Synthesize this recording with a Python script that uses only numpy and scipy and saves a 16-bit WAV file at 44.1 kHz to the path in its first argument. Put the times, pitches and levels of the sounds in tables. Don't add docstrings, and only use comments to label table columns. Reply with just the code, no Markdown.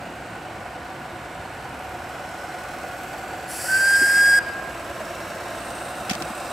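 import sys
import numpy as np
from scipy import signal
from scipy.fft import rfft, irfft, next_fast_len
from scipy.io import wavfile
from scipy.ndimage import uniform_filter1d

SR = 44100
rng = np.random.default_rng(int(sys.argv[2]) if len(sys.argv) > 2 else 0)


def master(y):
    cut = np.clip(np.atleast_2d(y).T, -1, 1)
    pcm = np.round(cut * 32767)
    wavfile.write(sys.argv[1], SR, pcm.astype(np.int16))


N = 287532
TIME = np.arange(N) / SR

# centre in Hz, width in Hz, relative level in dB.
PIPE_MODES = [(1687, 90, 1.5), (1900, 210, -1), (4920, 180, -2.5), (5170, 410, -2), (8160, 490, 5)]
# centre in seconds, half length in seconds, depth in dB.
NOTE_FALTERS = [(3.786, 0.0092, 6.5), (3.985, 0.013, 6.5), (4.1, .06, 2.9)]

# position as a share of the turn, relative strength in dB.
EXHAUST_BEATS = [(.1, -2.5), (.37, -8), (.6, 0), (.86, -11)]
GEAR_KNOCKS = [(.0, -4), (.21, 0), (.33, -1.5), (.53, 0), (.68, -.5), (.85, -4)]
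GLAND_SPURTS = [(.05, 0), (.35, -5), (.56, 0)]
# centre in Hz, width in Hz, relative level in dB.
HULL_MODES = [(351.5, 35, -10), (574, 115, -5.5)]
ENGINE_BED_MODES = [(584, 14.4, -51.5), (631, 39, -49.5), (1050.5, 13, -45), (1360, 195, -41.5),
                    (2680, 95, -50), (3820, 220, -54)]
# time in seconds, distance from the microphone in metres.
BOAT_DISTANCE = [(0, 6.4), (1.2, 5.6), (2.4, 3.4), (3.4, 3), (4.6, 2.47), (5.8, 2.07), (6.5, 1.84)]

# frequency in Hz, relative spectral density in dB.
JET_SPECTRUM = [(800, -18), (1750, -8), (2450, 3), (3100, -5.5), (3900, -12), (4500, 0), (5500, 2),
                (6800, -4), (7700, 3), (9000, 0.5), (10700, 5), (12100, -0.5), (13700, -4), (15750, -13)]
RUNNING_SPECTRUM = [(200, -11.5), (500, -1), (850, 6), (1250, 3.5), (1700, 2), (2250, -2), (2900, -4.5),
                    (3500, -11.5), (5000, -17), (8000, -22), (16000, -48)]
LEAK_SPECTRUM = [(1500, -46), (3700, 2), (5200, 2), (6500, 0), (8600, 0.5), (10000, -1.5), (13000, -5.5),
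                 (15800, -12.5)]
SCUFF_SPECTRUM = [(300, -19), (1000, -5), (2200, 2.5), (4000, -1), (6200, -2), (8000, -11), (15000, -19)]
WIND_SPECTRUM = [(30, -35), (60, -42), (105, 1), (150, 2.5), (260, 2), (420, -2.5), (800, -5.5),
                 (1500, -23), (3000, -23), (8000, -59), (16000, -45)]
RUMBLE_SPECTRUM = [(20, -27), (33, -22), (48, -11), (62, 0), (80, -2.5), (120, -3.5), (300, -50),
                   (1000, -80)]
# time in seconds, gain in dB.
WHINE_GAIN = [(0, -72), (1.5, -68), (2.1, -63), (2.5, -76), (3, -57.5), (3.6, -64), (5.2, -61), (6, -69)]
WIND_GAIN = [(0, -41.5), (1.2, -43), (2.5, -44.5), (6.5, -43)]

# delay in seconds, left gain in dB, right gain in dB.
BANK_ECHOES = [(.139, -20.5, -17.5), (.215, -22, -32), (.31, -28, -25)]
# frequency in Hz, time to fall 60 dB in seconds.
TREE_DECAY = [(200, .7), (1600, 1.14), (5000, 1.1), (12000, 0.36)]
# start in seconds, gain in dB, pitch in Hz,
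# time to fall 60 dB in seconds, left over right in dB.
HAND_BUMPS = [(4.016, -17.5, 290, 0.032, 0), (4.022, -25.5, 363, 0.067, -7), (6.097, -29, 190, 0.12, -1),
              (6.1129, -5, 225, 0.016, 1), (6.156, -28, 200, .04, 0), (6.2135, -16, 270, 0.02, 2),
              (6.225, -32, 157, 0.11, 1), (6.301, -23.5, 215, 0.049, 0.5)]
# start in seconds, level in dB, time to fall 60 dB in seconds.
FINGER_SCUFFS = [(6.096, -20.5, 0.021), (6.099, -22.5, 0.038), (6.109, -24, 0.073), (6.133, -29, .04),
                 (6.144, -31, 0.016), (6.152, -26, 0.016), (6.222, -24, 0.026)]

OPEN_S, OPEN_RISE_S, SHUT_S, SHUT_FALL_S = 3.472, 0.036, 4.386, 0.0092
SPEAK_S, ATTACK_S, WARM_S = 3.678, .023, .27
HOT_HZ, COLD_FLAT_HZ, SHUT_DROOP_HZ = 1633.2, 100.7, 70
NOTE_DB, COLD_WEAK_DB, JET_DB, JET_SWELL_DB = -14, 6, -35.5, 3
STIR_SHARE, STIR_S = 0.92, 0.41
SQUEAL_DB, SQUEAL_FADE_DB_PER_S = -46, 35

TURNS_PER_S, FUNNEL_HZ, CASE_HZ = 10.08, 734.2, 1472
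SAG_TURNS_PER_S, SAG_S, RECOVER_S = 0.723, 0.13, 0.533
SAG_DB, REGAIN_DB, LEAK_SAG_DB = 3.75, 2.5, 4
SIDE_ON_S, SIDE_ON_HALF_S, SIDE_ON_DB, FUNNEL_SHIFT_HZ, CASE_SHIFT_HZ = 5.15, 0.66, -1, -56, 140.3
COCKPIT_S, COCKPIT_TURN_S, BED_DB, CASE_SHADE_DB = 4.88, 0.62, 0.5, 10


def whistle():
    shutting = np.clip(since(SHUT_S) / SHUT_FALL_S, 0, 1)
    valve = np.clip(since(OPEN_S) / OPEN_RISE_S, 0, 1) * (1 - shutting)
    cold = 1 - settle(SPEAK_S, WARM_S)
    pitch_hz = HOT_HZ - COLD_FLAT_HZ * cold - SHUT_DROOP_HZ * shutting
    note = pipe_note(pitch_hz, cold) * amp([[-.4], [.4]])
    breath = steam_jet(pitch_hz)
    squeal_db = SQUEAL_DB - SQUEAL_FADE_DB_PER_S * since(OPEN_S)
    squeal = amp(squeal_db) * noise_band(hz=10550, width_hz=240, side_db=-23)
    flutter = amp(-33) * bell(SPEAK_S, half_s=0.039) * noise_band(hz=1479, width_hz=52, side_db=-23)
    return valve * (note + flutter + breath + squeal)


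def pipe_note(pitch_hz, cold):
    weak_db = COLD_WEAK_DB * cold + sum(db * bell(s, half_s) for s, half_s, db in NOTE_FALTERS)
    shaken_hz = pitch_hz * (1 + .002 * wobble(70) + .004 * wobble(400))
    phase = 2 * np.pi * np.cumsum(shaken_hz) / SR
    skew = np.array([[1], [-1]])
    drive = amp(-0.72 * weak_db)
    second = amp(-28.5 + wobble(40)) * np.sin(2 * phase + 0.54 * skew)
    third = amp(-17.5 + 2.2 * wobble(60)) * np.sin(3 * phase - .5 * skew)
    fundamental = np.sin(phase + 0.11 * skew * wobble(12))
    level_db = NOTE_DB - weak_db + 0.49 * wobble(45) + 0.35 * wobble(300)
    envelope = np.sqrt(2) * amp(level_db) * settle(SPEAK_S, ATTACK_S)
    return envelope * (fundamental + drive * (second + third))


def steam_jet(pitch_hz):
    pull = np.sin(np.pi * np.clip(since(OPEN_S) / (SHUT_S - OPEN_S), 0, 1))
    warmth = np.clip(pitch_hz / 1615, .97, 1.02)
    pipe = sum(amp(db) * noise_band(hz * warmth, width, side_db=-14) for hz, width, db in PIPE_MODES)
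    strength = amp(JET_DB + JET_SWELL_DB * pull + 0.44 * wobble(180))
    hiss = rippled(rush(JET_SPECTRUM, side_db=-19.5), depth_db=2.5)
    return strength * (hiss + STIR_SHARE * settle(OPEN_S, STIR_S) * pipe)


def engine():
    side_on = bell(SIDE_ON_S, SIDE_ON_HALF_S, order=4)
    effort = amp(-settle(OPEN_S, SAG_S) * (SAG_DB - REGAIN_DB * settle(SHUT_S, SAG_S)))
    beats = strokes(EXHAUST_BEATS, rise_s=.0062, scatter_db=1.7)
    knocks = strokes(GEAR_KNOCKS, rise_s=.003, scatter_db=1.8)

    funnel_ring = ringing(FUNNEL_HZ + FUNNEL_SHIFT_HZ * side_on, width_hz=36, side_db=-24)
    exhaust = amp(SIDE_ON_DB * side_on) * unit((beats + .22) * funnel_ring)
    exhaust *= approach(closest_db=-35.8, doubling_db=3.4)
    hull = body((beats + 8.1) * white(side_db=-53.5), HULL_MODES)
    hull *= approach(closest_db=-34.5, doubling_db=3)

    case_ring = ringing(CASE_HZ + CASE_SHIFT_HZ * side_on, width_hz=42, side_db=-21)
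    clatter = amp(-CASE_SHADE_DB * cockpit_facing()) * unit((knocks + .45) * case_ring)
    clatter *= approach(closest_db=-36.5, doubling_db=6.6)
    bed = amp(BED_DB) * cockpit_facing() * body((knocks + 1.2) * white(side_db=-30), ENGINE_BED_MODES)

    throb = unit(1 + 0.077 * knocks + 0.086 * beats)
    running = throb * rippled(rush(RUNNING_SPECTRUM, side_db=-10), depth_db=1.35)
    running = filtered(running, lambda hz: hz ** 2 / (hz ** 2 + 220 ** 2))
    running *= approach(closest_db=-36.5, doubling_db=1.06)
    return effort * (exhaust + clatter) + hull + bed + running


def strokes(pattern, rise_s, scatter_db):
    turns = np.cumsum(TURNS_PER_S - SAG_TURNS_PER_S * steam_draw()) / SR
    kicks = np.zeros(N)
    for angle, db in pattern:
        at = np.searchsorted(turns, np.arange(70) + angle)
        size = amp(db + scatter_db * rng.standard_normal(len(at)))
        kicks[at[at < N]] += size[at < N]
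    age = TIME[:SR // 4] / rise_s
    return unit(signal.fftconvolve(kicks, age * np.exp(-age))[:N])


def steam_draw():
    return settle(OPEN_S, SAG_S) * (1 - settle(SHUT_S, RECOVER_S))


def approach(closest_db, doubling_db):
    distance = over_time(BOAT_DISTANCE)
    return amp(closest_db - doubling_db * np.log2(distance / distance.min()))


def cockpit_facing():
    return .5 + .5 * np.tanh((TIME - COCKPIT_S) / (2 * COCKPIT_TURN_S))


def leaks():
    hiss = rippled(rush(LEAK_SPECTRUM, side_db=-8.5), depth_db=3)
    hiss *= approach(closest_db=-44.5, doubling_db=6.65)
    sizzle = amp(0.84 * wobble(2.44)) * noise_band(hz=7870, width_hz=520, side_db=-29)
    sizzle *= approach(closest_db=-51, doubling_db=7)
    spit = amp(-47) * bell(s=5.78, half_s=.22) * noise_band(hz=8640, width_hz=580, side_db=-29)
    whine = amp(over_time(WHINE_GAIN)) * noise_band(hz=12900, width_hz=460, side_db=-31)
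    spurts = (.17 + .05 * cockpit_facing()) * strokes(GLAND_SPURTS, rise_s=.0028, scatter_db=1.2)
    flow = unit(1 + spurts + .07 * wobble(110))
    return flow * amp(-LEAK_SAG_DB * steam_draw()) * (hiss + sizzle + spit + whine)


def rippled(x, depth_db):
    spectrum = signal.stft(x, nperseg=1024)[2]
    ripple = rng.standard_normal(spectrum.shape[1:])
    for size, axis in [(3, 0), (2, 0), (60, 1), (40, 1)]:
        ripple = uniform_filter1d(ripple, size, axis)
    return unit(signal.istft(spectrum * amp(depth_db * unit(ripple)), nperseg=1024)[1][:, :N])


def banks(x, tail_db):
    source = filtered(x.mean(0), lambda hz: 1 / (1 + (hz / 7000) ** 2))
    hz, age, noise = signal.stft(rng.standard_normal((2, SR)), SR, nperseg=256)
    decay = amp(-60 * age / over_frequency(TREE_DECAY, hz)[:, None])
    tail = signal.istft(noise * decay, SR, nperseg=256)[1]
    trees = signal.fftconvolve(source[None], tail / np.linalg.norm(tail[0]), axes=1)[:, :N]
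    echoes = sum(amp([[left], [right]]) * np.interp(TIME - delay_s, TIME, source, left=0)
                 for delay_s, left, right in BANK_ECHOES)
    return amp(tail_db) * trees + echoes


def handling():
    thuds, grip = np.zeros((2, N)), np.zeros(N)
    for s, db, hz, t60, pan_db in HAND_BUMPS:
        age = since(s)
        press = 1.6 * (1 - np.exp(-age * hz))
        thud = press * amp(-60 * age / t60) * np.sin(2 * np.pi * hz * age)
        thuds += amp([[db + pan_db / 2], [db - pan_db / 2]]) * thud
    for s, db, t60 in FINGER_SCUFFS:
        grip += (TIME > s) * amp(db - 60 * since(s) / t60)
    return thuds + grip * rush(SCUFF_SPECTRUM, side_db=0)


def open_air():
    rumble = amp(-48.5) * rush(RUMBLE_SPECTRUM, side_db=-30)
    wind = amp(over_time(WIND_GAIN) + 0.71 * wobble(10)) * rush(WIND_SPECTRUM, side_db=-50)
    return rumble + wind


def body(drive, modes):
    def response(hz):
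        return sum(amp(db) * np.sqrt(SR / (np.pi * width)) / (1 + 1j * (hz - centre) / width) ** 2
                   for centre, width, db in modes)
    return filtered(unit(drive), response)


def ringing(hz, width_hz, side_db):
    ring = noise_band(hz, width_hz, side_db)
    strength = np.sqrt(np.abs(uniform_filter1d(ring.mean(0) ** 2, size=120)))
    return unit(ring / (strength + 0.17))


def noise_band(hz, width_hz, side_db):
    carrier = np.exp(2j * np.pi * np.cumsum(hz * np.ones(N)) / SR)
    pole = np.exp(-2 * np.pi * width_hz / SR)
    baseband = signal.lfilter([1], np.poly([pole, pole]), white(side_db) / carrier)
    return unit((baseband * carrier).real)


def rush(spectrum, side_db):
    return unit(filtered(white(side_db), lambda hz: amp(over_frequency(spectrum, hz))))


def white(side_db):
    mid, side = rng.standard_normal((2, N))
    return unit(np.array([mid + amp(side_db) * side, mid - amp(side_db) * side]))


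def wobble(rate):
    count = int(N * rate / SR) + 4
    curve = signal.resample(rng.standard_normal(count), 8 * count)
    return np.interp(TIME * rate * 8, np.arange(len(curve)), curve)


def filtered(x, response):
    size = next_fast_len(N + 8192)
    return irfft(rfft(x, size) * response(np.fft.rfftfreq(size, 1 / SR)), size)[..., :N]


def over_frequency(rows, hz):
    row_hz, values = np.transpose(rows)
    return np.interp(np.log(hz + 1), np.log(row_hz), values)


def over_time(rows):
    return np.interp(TIME, *np.transpose(rows))


def since(s):
    return np.maximum(TIME - s, 0)


def settle(s, time_constant):
    return 1 - np.exp(-since(s) / time_constant)


def bell(s, half_s, order=2):
    return np.exp(-np.abs((TIME - s) / half_s) ** order)


def amp(db):
    return 10 ** (np.asarray(db) / 20)


def unit(x):
    return x / np.sqrt(np.mean(x ** 2) + 1e-20)


def scene():
    blast = whistle()
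    boat = (engine() + leaks()) * amp([[-.55], [.55]])
    return boat + blast + banks(blast, tail_db=-19) + handling() + open_air()


def record(dry):
    return filtered(dry, lambda hz: hz < 15760)


dry = scene()
out = record(dry)
master(out)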